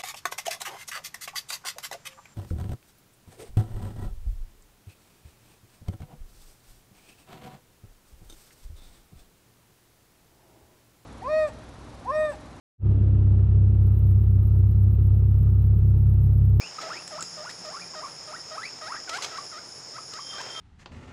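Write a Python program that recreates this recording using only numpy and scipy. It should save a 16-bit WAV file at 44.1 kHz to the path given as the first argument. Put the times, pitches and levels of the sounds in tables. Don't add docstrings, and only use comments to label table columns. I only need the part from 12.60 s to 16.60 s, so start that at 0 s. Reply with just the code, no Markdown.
import sys
import numpy as np
from scipy import signal
from scipy.fft import rfft, irfft, next_fast_len
from scipy.io import wavfile
from scipy.ndimage import uniform_filter1d, minimum_filter1d, map_coordinates

SR = 44100
rng = np.random.default_rng(int(sys.argv[2]) if len(sys.argv) > 2 else 0)


def log_audio(samples):
    frames = np.atleast_2d(samples).T
    limited = np.clip(frames, -1, 1)
    pcm = np.round(limited * 32767).astype(np.int16)
    wavfile.write(sys.argv[1], SR, pcm)


N = 176400

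# time in seconds, firings per second.
FIRING_RATE = [(.27, 33.61), (.6, 33.25), (1.1, 33.39), (1.8, 33.24), (2.7, 33.67), (3.4, 33.63),
               (3.95, 33.72)]
# time in seconds, stumble depth 0-1, strength of the following surge 0-1.
STUMBLES = [(.51, 0, .5), (.825, .45, .45), (1.075, .25, 0.6), (1.32, .6, 1), (1.575, 1, .6),
            (1.795, .8, 1), (2.052, 0.93, .5), (2.274, .8, .85), (2.535, .54, .1), (2.735, .15, .65),
            (2.97, .3, .25), (3.16, .1, 0.5), (3.691, .15, .3)]
# multiple of the firing rate, level in dB, then its change in dB
# in a stumble, in the recovery and once steady, and last its flutter in dB.
BOOM_ORDERS = [(1, -36, -12, 3.5, 3, -1), (1.5, -40, 4.5, 2.5, -3, -2), (2, -21.5, -1, .5, .6, 0.29),
               (2.5, -45.5, 3.5, 0.5, -4.5, 3.5), (3, -17, 1, -4.5, -1.08, 0.63),
               (3.5, -35.5, 2.5, -2.5, -.5, 1.8), (4, -30.5, -5, -4, 3, 2), (4.5, -47, 1, -2, -1, 2),
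               (5, -42.5, 1, 2.5, 0.5, 3), (5.5, -47.5, -1.5, -2.5, 1.5, 3), (6, -38, -2, -7.5, -3, 1.5)]
# multiple of the firing rate, level in dB.
LOPE_ORDERS = [(2.75, -46), (3.25, -49.5), (3.75, -51), (4.75, -49), (5.75, -51.5), (6.25, -51)]
# pitch in Hz, width in Hz, relative level in dB.
PIPE_MODES = [(282, 11, -3), (300.6, 5.8, -5.5), (330, 11, -2.5), (365.4, 11, -4), (393.3, 14, -5),
              (455, 40, -16)]
CYLINDER_ACCENTS = [0.48, -2.2, .5, 0.011]
# position in firings 0-4, accent in dB.
THUD_PATTERN = [(.52, -3.5), (1.57, -3.5), (2.52, -4), (3.599, -4)]
VALVE_PATTERN = [(.15, -6), (.48, 1.5), (.75, -3), (1.02, -5), (1.38, -4), (1.659, -1), (1.821, 0),
                 (2.05, -0.5), (2.32, -5), (2.75, -4.5), (2.96, -2.5), (3.12, -2), (3.341, -2),
                 (3.76, -6.5)]
TICK_PATTERN = [(.5, 0.5), (.97, -5), (2.05, -3), (2.55, -8.5), (2.969, -0.5), (3.12, -4), (3.499, -3.5),
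                (3.93, 1)]
# pitch in Hz, level in dB, waver in Hz.
BELT_WHINES = [(804, -74.5, 12), (915, -75, 14), (1229, -73, 10), (1341, -79, 14), (2686, -90, 14),
               (3840, -89.5, 10), (4010, -89, 8), (7720, -96, 7), (7903, -97, 7)]
# start in seconds, peak level in dB, decay in seconds.
METAL_CLICKS = [(.311, -69.5, .003), (.429, -71, .005), (.551, -72, .003), (.67, -68.5, .002),
                (.791, -71, .0025), (1.032, -71, .003), (1.511, -72, .003)]
METAL_RATTLES = [(.944, -74, .016), (1.271, -74, .007), (1.608, -73.5, .009), (1.89, -76, .035),
                 (2.112, -76.5, .025), (2.73, -75.5, .025), (3.272, -74.5, .02), (3.777, -73, .016)]
# time in seconds, gain in dB ahead of any trim, surge or flutter.
BOOM_FADER = [(.3, -2), (.9, 0), (2.5, 0), (3.95, -0.33)]
DRONE_FADER = [(.7, -44.5), (.85, -54), (1.25, -46.5), (1.5, -56.5)]
PUFF_FADER = [(.3, -43), (.7, -45.5), (1.4, -48), (2.5, -49.5), (3.95, -48)]
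THUD_FADER = [(.3, -38), (1.11, -42), (3.47, -42.5), (3.95, -41.5)]
CLATTER_FADER = [(.35, -61), (1.48, -64), (3.71, -64), (3.95, -65)]
TICK_FADER = [(.3, -118), (.8, -106), (1.05, -80), (1.27, -66.5), (2.5, -67.5), (3.95, -67)]
WHIR_FADER = [(0.57, -53), (0.91, -55), (1.91, -58.5), (3.9, -57.5)]
# frequency in Hz, relative level in dB.
THUD_EQ = [(20, -8), (60, -2), (150, 2), (200, 0.5), (250, -5), (310, -4), (380, -3), (500, -15.5),
           (700, -30), (1500, -59.5)]
CLATTER_EQ = [(400, -10), (740, -8.5), (802, 1), (850, -6), (915, 7.5), (980, -3.5), (1170, -6), (1233, 7),
              (1290, -5.5), (1345, 4.5), (1460, -10.5), (1800, -8.5), (2200, -18.5), (2700, -11.5),
              (3300, -18), (4000, -17.5), (4600, -28), (9000, -36), (15000, -59.5)]
TICK_EQ = [(9000, -34), (11200, -27), (11800, -1.5), (12150, -1), (12750, -1.5), (13400, -9.5),
           (14500, -15), (15700, -24.5)]
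WHIR_EQ = [(200, -14.5), (450, 6), (600, 4), (800, -3), (1100, -7.5), (1600, -13.5), (2200, -19),
           (2700, -16), (3400, -22), (4200, -29), (5200, -36.5), (7000, -44), (11000, -45), (15000, -58)]
CLICK_EQ = [(2000, -3.5), (5500, 0), (8000, -9.5), (9600, 1.5), (11500, -16.5), (15000, -28)]
RATTLE_EQ = [(2500, -8), (4200, -3), (5200, 3), (5600, -4), (6100, -1.5), (7500, -12.5), (9600, -8.5),
             (15000, -30)]


def boom(firing, stumble, recovery, steady_from_s=2.3, settle_s=.19, silencer_hz=124.05, width_hz=15.4):
    steady = np.clip((seconds() - steady_from_s) / settle_s, 0, 1)
    mean_rate = np.mean(curve(FIRING_RATE))
    out = np.zeros(N)
    for order, db, stumble_db, recovery_db, steady_db, flutter_db in BOOM_ORDERS:
        level = db + stumble_db * stumble + recovery_db * recovery + steady_db * steady
        level += flutter_db * wobble(16)
        hz = order * mean_rate
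        lag = 2 * np.arctan2(hz * width_hz, silencer_hz ** 2 - hz ** 2)
        lag += (amp(flutter_db) - 1) * wobble(11)
        lag += 1.1 * max(order - 3, 0) * stumble
        out += tone(level, order * firing, -lag)
    return amp(curve(BOOM_FADER)) * out


def hunting():
    times, depths, surges = np.transpose(STUMBLES)
    stumble = bumps(times, depths, width_s=.04)
    recovery = bumps(times + .066, (depths + surges) / 2, width_s=.034)
    surge = bumps(times + .15, surges, width_s=.053)
    return stumble, recovery, surge


def lope(firing, flutter_db=2, waver_rad=.67):
    return sum(tone(db + flutter_db * wobble(5.9), order * firing, waver_rad * wobble(5))
               for order, db in LOPE_ORDERS)


def drone(firing, order=8.5, flutter_db=1.5):
    return tone(curve(DRONE_FADER) + flutter_db * wobble(16), order * firing)


def exhaust(firing, surge, surge_db=3.5, muffle_hz=600):
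    def pipe(f):
        ring = sum((-1) ** k * amp(db) * 1j * f * width / (hz * hz - f * f + 1j * f * width)
                   for k, (hz, width, db) in enumerate(PIPE_MODES))
        return ring / (1 + (f / muffle_hz) ** 6)

    pattern = [(cylinder + .5, db) for cylinder, db in enumerate(CYLINDER_ACCENTS)]
    puffs = strokes(firing, pattern, scatter_db=1.15, jitter_s=.00022)
    return amp(curve(PUFF_FADER) + surge_db * surge) * unit(filtered(puffs, pipe))


def block_thuds(firing, trim_db=-1):
    hits = strokes(firing, THUD_PATTERN, scatter_db=.5, jitter_s=.0011)
    beat = bursts(hits, attack_s=.0016, decay_s=.016)
    return amp(curve(THUD_FADER) + trim_db) * unit(beat) * noise(THUD_EQ)


def valve_gear(firing, surge, trim_db=-1.3, surge_db=1.5):
    hits = strokes(firing, VALVE_PATTERN, scatter_db=2.1, jitter_s=.00043)
    taps = bursts(hits, attack_s=.00064, decay_s=.013)
    return amp(curve(CLATTER_FADER) + trim_db + surge_db * surge) * unit(taps) * noise(CLATTER_EQ)


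def high_ticks(firing, hiss_share=.6, flicker_db=1.1):
    hits = strokes(firing, TICK_PATTERN, scatter_db=1.7, jitter_s=.0012)
    taps = bursts(hits, attack_s=.0022, decay_s=.0036)
    envelope = np.hypot(unit(taps), hiss_share) * amp(flicker_db * wobble(40))
    return amp(curve(TICK_FADER)) * unit(envelope) * noise(TICK_EQ)


def belt_drive(trim_db=1.5, flutter_db=3):
    whine = np.zeros(N)
    for hz, db, waver_hz in BELT_WHINES:
        level = db + flutter_db * wobble(45)
        cycles = np.cumsum(hz + waver_hz * wobble(70)) / SR
        whine += tone(level, cycles, -np.pi / 2)
    return amp(curve(WHIR_FADER) + trim_db) * noise(WHIR_EQ) + whine


def loose_metal(events, colour):
    envelope = sum(bursts(impulses(np.array([start]), [db]), attack_s=decay / 4, decay_s=decay)
                   for start, db, decay in events)
    return envelope * noise(colour)


def strokes(firing, pattern, scatter_db, jitter_s):
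    position, db = np.transpose(pattern)
    place = np.add.outer(np.arange(-3, 33) * 4, position)
    size, slip = rng.standard_normal((2,) + place.shape)
    times = np.interp(place, firing, seconds(), left=-1, right=-1) + jitter_s * slip
    return impulses(times.ravel(), (db + scatter_db * size).ravel())


def impulses(times, db):
    inside = (times > 0) & (times < (N - 1) / SR)
    return np.bincount((times[inside] * SR).astype(int), amp(db)[inside], N)


def bursts(hits, attack_s, decay_s):
    t = seconds()[:SR // 8]
    shape = (1 - np.exp(-t / attack_s)) * np.exp(-t / decay_s)
    power = signal.fftconvolve(hits ** 2, (shape / shape.max()) ** 2)[:N]
    return np.sqrt(np.abs(power))


def bumps(times, heights, width_s):
    return sum(height * np.exp(-.5 * ((seconds() - at) / width_s) ** 2)
               for at, height in zip(times, heights))


def tone(db, cycles, phase_rad=0):
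    return np.sqrt(2) * amp(db) * np.cos(2 * np.pi * cycles + phase_rad)


def noise(colour):
    hz, db = np.transpose(colour)
    white = rng.standard_normal(N)
    return unit(filtered(white, lambda f: amp(np.interp(np.log(f + 1), np.log(hz), db))))


def filtered(x, response):
    size = next_fast_len(N + SR // 2)
    return irfft(rfft(x, size) * response(np.fft.rfftfreq(size, 1 / SR)), size)[:N]


def wobble(rate):
    return map_coordinates(rng.standard_normal(int(N * rate / SR) + 4), [seconds() * rate])


def curve(rows):
    return np.interp(seconds(), *np.transpose(rows))


def seconds():
    return np.arange(N) / SR


def amp(db):
    return 10 ** (np.asarray(db) / 20)


def unit(x):
    return x / np.sqrt(np.mean(x ** 2) + 1e-20)


def scene(cycle_start_s=.2951):
    stumble, recovery, surge = hunting()
    firing = np.cumsum(curve(FIRING_RATE)) / SR
    firing -= np.interp(cycle_start_s, seconds(), firing)
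    firing += .036 * surge - .051 * stumble
    body = boom(firing, stumble, recovery) + lope(firing) + drone(firing)
    pulse = exhaust(firing, surge) + block_thuds(firing)
    top = valve_gear(firing, surge) + high_ticks(firing)
    background = belt_drive() + loose_metal(METAL_CLICKS, CLICK_EQ) + loose_metal(METAL_RATTLES, RATTLE_EQ)
    return (body + pulse + top + background)[None]


def record(dry, limit_db=-9.3, hold_s=.02, fade_start_s=.18, fade_s=.083, top_hz=15800):
    x, hold = dry[0], int(hold_s * SR)
    needed_gain = np.minimum(1, amp(limit_db) / (np.abs(x) + 1e-9))
    gain = uniform_filter1d(minimum_filter1d(needed_gain, hold), hold)
    fade = np.clip((seconds() - fade_start_s) / fade_s, 0, 1) ** 2
    low_pass = signal.ellip(10, .1, 90, top_hz, fs=SR, output="sos")
    return signal.sosfilt(low_pass, x * gain * fade)[None]


dry = scene()
out = record(dry)
log_audio(out)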